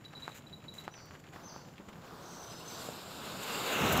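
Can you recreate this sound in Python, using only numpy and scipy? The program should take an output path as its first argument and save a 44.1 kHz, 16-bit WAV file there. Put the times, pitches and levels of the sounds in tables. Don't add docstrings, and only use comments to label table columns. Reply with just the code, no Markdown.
import sys
import numpy as np
from scipy import signal
from scipy.fft import rfft, irfft
from scipy.io import wavfile
from scipy.ndimage import uniform_filter1d

SR = 44100
rng = np.random.default_rng(int(sys.argv[2]) if len(sys.argv) > 2 else 0)


def log_audio(samples):
    frames = np.atleast_2d(samples).T
    limited = np.clip(frames, -1, 1)
    pcm = np.round(limited * 32767).astype(np.int16)
    wavfile.write(sys.argv[1], SR, pcm)


N = 176400
TIME = np.arange(N) / SR

# (time [s], level [dB])
RUSH_LEVEL = [(0, -70), (.2, -60), (.33, -77), (.44, -66.5), (.7, -65), (.78, -61.5), (1.1, -63.5),
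              (1.3, -72), (1.35, -53), (1.55, -54.5), (1.72, -62.5), (2.02, -59.5), (2.06, -52),
              (2.35, -50.5), (2.6, -52), (2.84, -46), (3.05, -51), (3.25, -47.5), (3.4, -47.5),
              (3.55, -42.5), (3.75, -40), (4, -33)]
ROAR_LEVEL = [(0, -100), (3.0, -62), (3.18, -60), (3.23, -49), (3.38, -53), (3.5, -40), (3.6, -42),
              (3.72, -34), (3.83, -33), (4, -31.5)]
RUMBLE_LEVEL = [(0, -100), (3.3, -55), (3.6, -57), (3.8, -47), (3.82, -29.5), (3.9, -36.5), (3.96, -29),
                (4, -37)]
# (frequency [Hz], relative level [dB])
RUSH_SPECTRUM = [(40, -29), (150, -3.5), (400, 1), (1000, 1), (1500, -2), (2200, -24.5), (3400, -13),
                 (5000, -14), (7200, -23), (8500, -30), (11500, -25.5), (14000, -24.5), (16000, -24)]
ROAR_SPECTRUM = [(60, -20), (210, -7), (450, 4), (680, -2), (1100, 0), (1550, 0.5), (1860, -7),
                 (2120, -1.5), (2400, -4.5), (2780, 2.5), (3200, -6.5), (3700, -6.5), (4400, -19.5),
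                 (7000, -14), (9500, -30), (13700, -19), (16000, -19)]
RUMBLE_SPECTRUM = [(20, -32), (45, -19), (80, -2.5), (120, 0), (205, 5), (330, -4.5), (600, -11.5),
                   (2000, -21), (16000, -80)]
def jet(rush_flutter_db, roar_flutter_db, rumble_flutter_db):
    rush = noise(RUSH_SPECTRUM) * undb(curve(RUSH_LEVEL) + rush_flutter_db * wander(rate_hz=64))
    eddies = wander(rate_hz=54)
    roar = noise(ROAR_SPECTRUM) * undb(curve(ROAR_LEVEL) + roar_flutter_db * eddies)
    rumble = noise(RUMBLE_SPECTRUM) * undb(curve(RUMBLE_LEVEL) + rumble_flutter_db * eddies)
    return rush + roar + rumble


# (time [s], level [dB])
HISS_LEVEL = [(0, -77), (2.02, -77), (2.3, -60.5), (2.6, -55.5), (2.81, -47.5), (3.05, -54.5),
              (3.25, -50.5), (3.39, -48.5), (3.5, -42.5), (3.7, -43), (3.8, -44), (3.87, -39.5), (4, -55)]
# (time [s], pitch [ratio])
HISS_SPECTRUM = [(1000, -8.5), (2300, -3), (2700, 1.5), (3150, -0.5), (3750, 5.5), (4400, 0.5), (5000, 0.5),
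                 (6100, -15), (7000, 1), (7650, 0.5), (8550, -9), (9100, -5.5), (9750, -18), (11050, -9.5),
                 (11750, -14), (12900, -2.5), (13800, -11), (14500, -20), (16000, -17)]
HISS_DRIFT = [(2.2, 1.08), (2.8, 1.01), (3.3, 1), (3.72, .985), (3.8, .9), (3.87, .98)]
def hiss(flutter_db, patch_db=2, patch_hz=500, patch_s=.06):
    hz, t, bins = signal.stft(rng.standard_normal(N), SR, nperseg=512)
    patches = uniform_filter1d(rng.standard_normal(bins.shape), size=int(patch_hz / hz[1]), axis=0)
    patches = unit(uniform_filter1d(patches, size=int(patch_s / t[1]), axis=1))
    gain = response(HISS_SPECTRUM, hz[:, None] / curve(HISS_DRIFT, t)) * undb(patch_db * patches)
    gas = signal.istft(bins * gain, SR)[1][:N]
    return unit(gas) * undb(curve(HISS_LEVEL) + flutter_db * wander(rate_hz=20.5))


# (time [s], centre [Hz], depth [dB])
TREBLE_HOLLOW = [(3.45, 6100, 0), (3.68, 5800, 5), (3.76, 5400, 8), (3.815, 4350, 11), (3.87, 4900, 3),
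                 (3.95, 4900, 8), (4, 4700, 6)]
def whoosh(gas, width_octaves=.14):
    hz, t, bins = signal.stft(gas, SR, nperseg=512)
    off_centre = np.log2((hz[:, None] + 1) / curve(TREBLE_HOLLOW, t)) / width_octaves
    dip_db = curve(TREBLE_HOLLOW, t, column=2) * np.exp(-off_centre ** 2)
    return signal.istft(bins * undb(-dip_db), SR)[1][:N]


# (time [s], pitch [Hz], level [dB], rattle relative to the pop [dB])
GAS_POPS = [(.136, 1290, -39, -9.5), (0.2795, 1190, -24.5, -18), (0.2988, 900, -39, -25),
            (.641, 2580, -46, -9.5), (0.8794, 980, -25, -16.5), (0.94, 2630, -39.5, -9.5),
            (1.002, 1500, -48.5, -3.5), (1.109, 1690, -44.5, -4), (1.152, 1850, -43.5, -11),
            (1.361, 1220, -33.5, -12), (1.563, 910, -33, -23), (1.781, 2240, -41, -10),
            (1.8, 523.4, -41, -4), (1.933, 2570, -41.5, -14), (1.957, 1600, -46, -13),
            (2.889, 464, -29, -13)]
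def pops(lead_s=.005):
    out = np.zeros(N)
    for start, hz, db, rattle_db in GAS_POPS:
        add(out, start - lead_s, undb(db) * burst(hz, rattle_db, rng.standard_normal(SR // 12), lead_s))
    return out


def burst(hz, rattle_db, white, lead_s=.005, rattle_decay_s=.0079):
    t = TIME[:len(white)] - lead_s
    phase = np.pi * hz * t
    slow, fast = .35 * phase, 3.3 * phase
    swing = (1 - 2 * phase ** 2) * np.exp(-phase ** 2)
    body = undb(-15.5) * (1 - 2 * slow ** 2) * np.exp(-slow ** 2)
    edge = undb(-11) * 2 * fast * np.exp(-fast ** 2)
    band = signal.butter(1, [hz / 2, min(hz * 1.32, SR * .45)], "band", fs=SR)
    rattle = unit(signal.lfilter(*band, signal.lfilter(*band, white)))
    rattle *= (t > 0) * np.exp(-np.abs(t) / rattle_decay_s)
    return swing + body + edge + undb(rattle_db) * rattle


# (time [s], length [s], level [dB], tilt [dB per octave])
MATCH_SPITS = [(0.191, 0.16, -58, -0.2), (0.344, 0.044, -52.5, 2.5), (0.733, 0.079, -58, 3),
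               (0.833, 0.018, -54.5, -0.5), (1.052, .007, -60, 12), (1.187, .012, -62, 2),
               (1.32, 0.02, -53.5, -1.5), (1.88, 0.012, -49, -2.3), (2.035, 0.019, -51, -3),
               (3.422, 0.015, -45.5, 5), (3.919, 0.016, -35, 9.5), (3.962, .014, -41, 8)]
# (frequency [Hz], relative level [dB])
SPIT_SPECTRUM = [(200, 7), (1500, 11), (3000, 7), (5500, -5.5), (7200, 5.5), (9000, -12), (13000, -5.5),
                 (16000, -11)]
def spits(grain_db, attack_s=.009, release_s=.009):
    out = np.zeros(N)
    for start, length, db, tilt in MATCH_SPITS:
        age = TIME - start
        envelope = np.clip(age / attack_s, 0, 1) * np.exp(-np.maximum(age - length, 0) / release_s)
        fizz = noise([(hz, level + tilt * np.log2(hz)) for hz, level in SPIT_SPECTRUM])
        out += undb(db) * envelope * fizz
    return out * undb(grain_db * wander(rate_hz=250))


# (time [s], rate [bursts per second])
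CRACKLE_DENSITY = [(0, 70), (.3, 165), (.5, 25), (.75, 80.5), (1.1, 179), (1.4, 50), (1.7, 28), (1.9, 69),
                   (2.2, 30.8), (4, 67)]
def crackle(level_db=-52.5, spread_db=1, centre_hz=1800, spread_octaves=.68):
    out = np.zeros(N)
    expected_count = np.cumsum(curve(CRACKLE_DENSITY)) / SR
    draws = rng.standard_normal(size=(600, 2000))
    thresholds = np.cumsum(rng.exponential(size=len(draws)))
    for threshold, white in zip(thresholds[thresholds < expected_count[-1]], draws):
        start = np.interp(threshold, expected_count, TIME)
        hz = min(centre_hz * 2 ** (spread_octaves * white[0]), 3600)
        db = level_db + spread_db * min(white[1], 2)
        add(out, start, undb(db) * burst(hz, rattle_db=-8.5, white=white))
    return out


# (time [s], level [dB])
METAL_TOUCHES = [(.049, -46.5), (0.151, -45.5), (0.168, -48), (.222, -41.5), (.24, -42), (.317, -46.5),
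                 (.466, -53), (.528, -44.5), (0.682, -42.5), (.723, -50), (0.782, -43.5)]
# (frequency [Hz], relative level [dB], time to fall 60 dB [s])
METAL_MODES = [(3917, 1, 0.058), (3980, -17.5, .25), (10060, -33, 0.14), (14100, -33, .2)]
def clinks(attack_s=.001, bounce_s=.0063):
    out, t = np.zeros(N), TIME[:SR // 2]
    for start, db in METAL_TOUCHES:
        *phases, bounce = rng.random(len(METAL_MODES) + 1)
        ring = sum(undb(level - 60 * t / t60) * np.sin(2 * np.pi * (hz * t + phase))
                   for (hz, level, t60), phase in zip(METAL_MODES, phases))
        ring *= undb(db) * np.minimum(t / attack_s, 1)
        add(out, start, ring)
        add(out, start + bounce_s * (.5 + bounce), ring)
    return trees(out, t60_s=.44, direct_db=0, tail_db=-7)


# (time [s], top pitch [Hz], level [dB])
BIRD_WHISTLES = [(.9, 6050, -48.5), (1.416, 6220, -45.5), (2.638, 6250, -43)]
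# (position [share of length], pitch [ratio], relative level [dB])
WHISTLE_ARCH = [(0, .92, -12), (.17, .985, -7), (.42, 1, -6), (.55, .945, -8), (.7, .78, -7.5),
                (1, .68, -7.5)]
FLICK_TIMES = [2.222, 2.255, 2.294, 2.33, 2.364, 2.396, 2.427, 2.464, 2.486, 2.522, 2.556]
# (time [s], length [s], start pitch [Hz], end pitch [Hz], level [dB])
FLICK_SHAPES = [(2.222, .016, 5340, 6900, -54), (2.28, 0.023, 5117, 7040, -52),
                (2.4, 0.017, 5860, 6270, -51.5), (2.556, 0.017, 5840, 6200, -56.5)]
RISING_NOTE = (2.5, .058, 4996, 5330, -53)
def bird(waver=.008, fall_waver=.13, echo_s=.062, echo_db=-5.5):
    song = np.zeros(N)
    whistle_s = .11
    share = np.linspace(0, 1, int(whistle_s * SR))
    buzz = waver + fall_waver * (1 - curve(WHISTLE_ARCH, share))
    for start, hz, db in BIRD_WHISTLES:
        whistle = note(whistle_s, [(position, hz * ratio) for position, ratio, _ in WHISTLE_ARCH], buzz)
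        add(song, start, whistle * undb(db + curve(WHISTLE_ARCH, share, column=2)))
    flicks = [(start, *(curve(FLICK_SHAPES, start, k) for k in range(1, 5))) for start in FLICK_TIMES]
    for start, length, from_hz, to_hz, db in [RISING_NOTE, *flicks]:
        add(song, start, undb(db) * note(length, [(0, from_hz), (1, to_hz)], waver))
    echo = undb(echo_db) * np.interp(TIME - echo_s, TIME, song, left=0)
    return trees(song + echo, t60_s=.56, direct_db=-4, tail_db=.5)


def note(length_s, pitch, waver):
    share = np.linspace(0, 1, int(length_s * SR))
    jitter = unit(uniform_filter1d(rng.standard_normal(SR), size=60))[:len(share)]
    hz = curve(pitch, share) * (1 + waver * jitter)
    return np.sin(2 * np.pi * np.cumsum(hz) / SR) * signal.windows.tukey(len(share), .5)


def trees(x, t60_s, direct_db, tail_db, build_s=.0047):
    t = TIME[:SR]
    tail = rng.standard_normal(SR) * undb(-60 * t / t60_s) * (1 - np.exp(-t / build_s))
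    scattered = signal.fftconvolve(x, unit(tail) / np.sqrt(SR))[:N]
    return undb(direct_db) * x + undb(tail_db) * scattered


# (frequency [Hz], relative level [dB])
AIR_SPECTRUM = [(20, -15), (40, -18), (80, -4.5), (160, 1.5), (260, -6.5), (600, -13), (1500, -23.5),
                (3000, -27), (5000, -42), (6300, -38), (7100, -23), (8400, -50), (12000, -37.5),
                (16000, -42)]
def air(level_db, flutter_db):
    return noise(AIR_SPECTRUM) * undb(level_db + flutter_db * wander(rate_hz=17))


def stereo_width(x, level_db, decay_s=.18):
    tail = unit(rng.standard_normal(SR) * np.exp(-TIME[:SR] / decay_s)) / np.sqrt(SR)
    return undb(level_db) * signal.fftconvolve(x, tail)[:N]


def undb(db):
    return 10 ** (np.asarray(db) / 20)


def unit(x):
    return x / np.sqrt(np.mean(x ** 2) + 1e-20)


def curve(rows, t=TIME, column=1):
    rows = np.array(rows, float)
    return np.interp(t, rows[:, 0], rows[:, column])


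def response(spectrum, hz):
    points = np.array(spectrum, float)
    return undb(np.interp(np.log(hz + 1), np.log(points[:, 0]), points[:, 1]))


def noise(spectrum):
    gain = response(spectrum, np.fft.rfftfreq(N, 1 / SR))
    return unit(irfft(rfft(rng.standard_normal(N)) * gain, N))


def wander(rate_hz):
    rolloff = 1 + (np.fft.rfftfreq(N, 1 / SR) / rate_hz) ** 4
    return unit(irfft(rfft(rng.standard_normal(N)) / rolloff, N))


def add(out, start, x):
    i = int(np.clip(start * SR, 0, N - 1))
    out[i:i + len(x)] += x[:N - i]


def scene():
    gas = jet(rush_flutter_db=.43, roar_flutter_db=.2, rumble_flutter_db=2) + hiss(flutter_db=1.13)
    fire = whoosh(gas) + crackle() + spits(grain_db=2.5) + pops()
    mid = fire + clinks() + bird() + air(level_db=-54.5, flutter_db=1.7)
    side = stereo_width(mid, level_db=-31.5)
    return np.array([mid + side, mid - side])


def record(dry):
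    top_hz = 15550
    return signal.sosfilt(signal.ellip(10, .2, 70, top_hz, fs=SR, output="sos"), dry)


dry = scene()
out = record(dry)
log_audio(out)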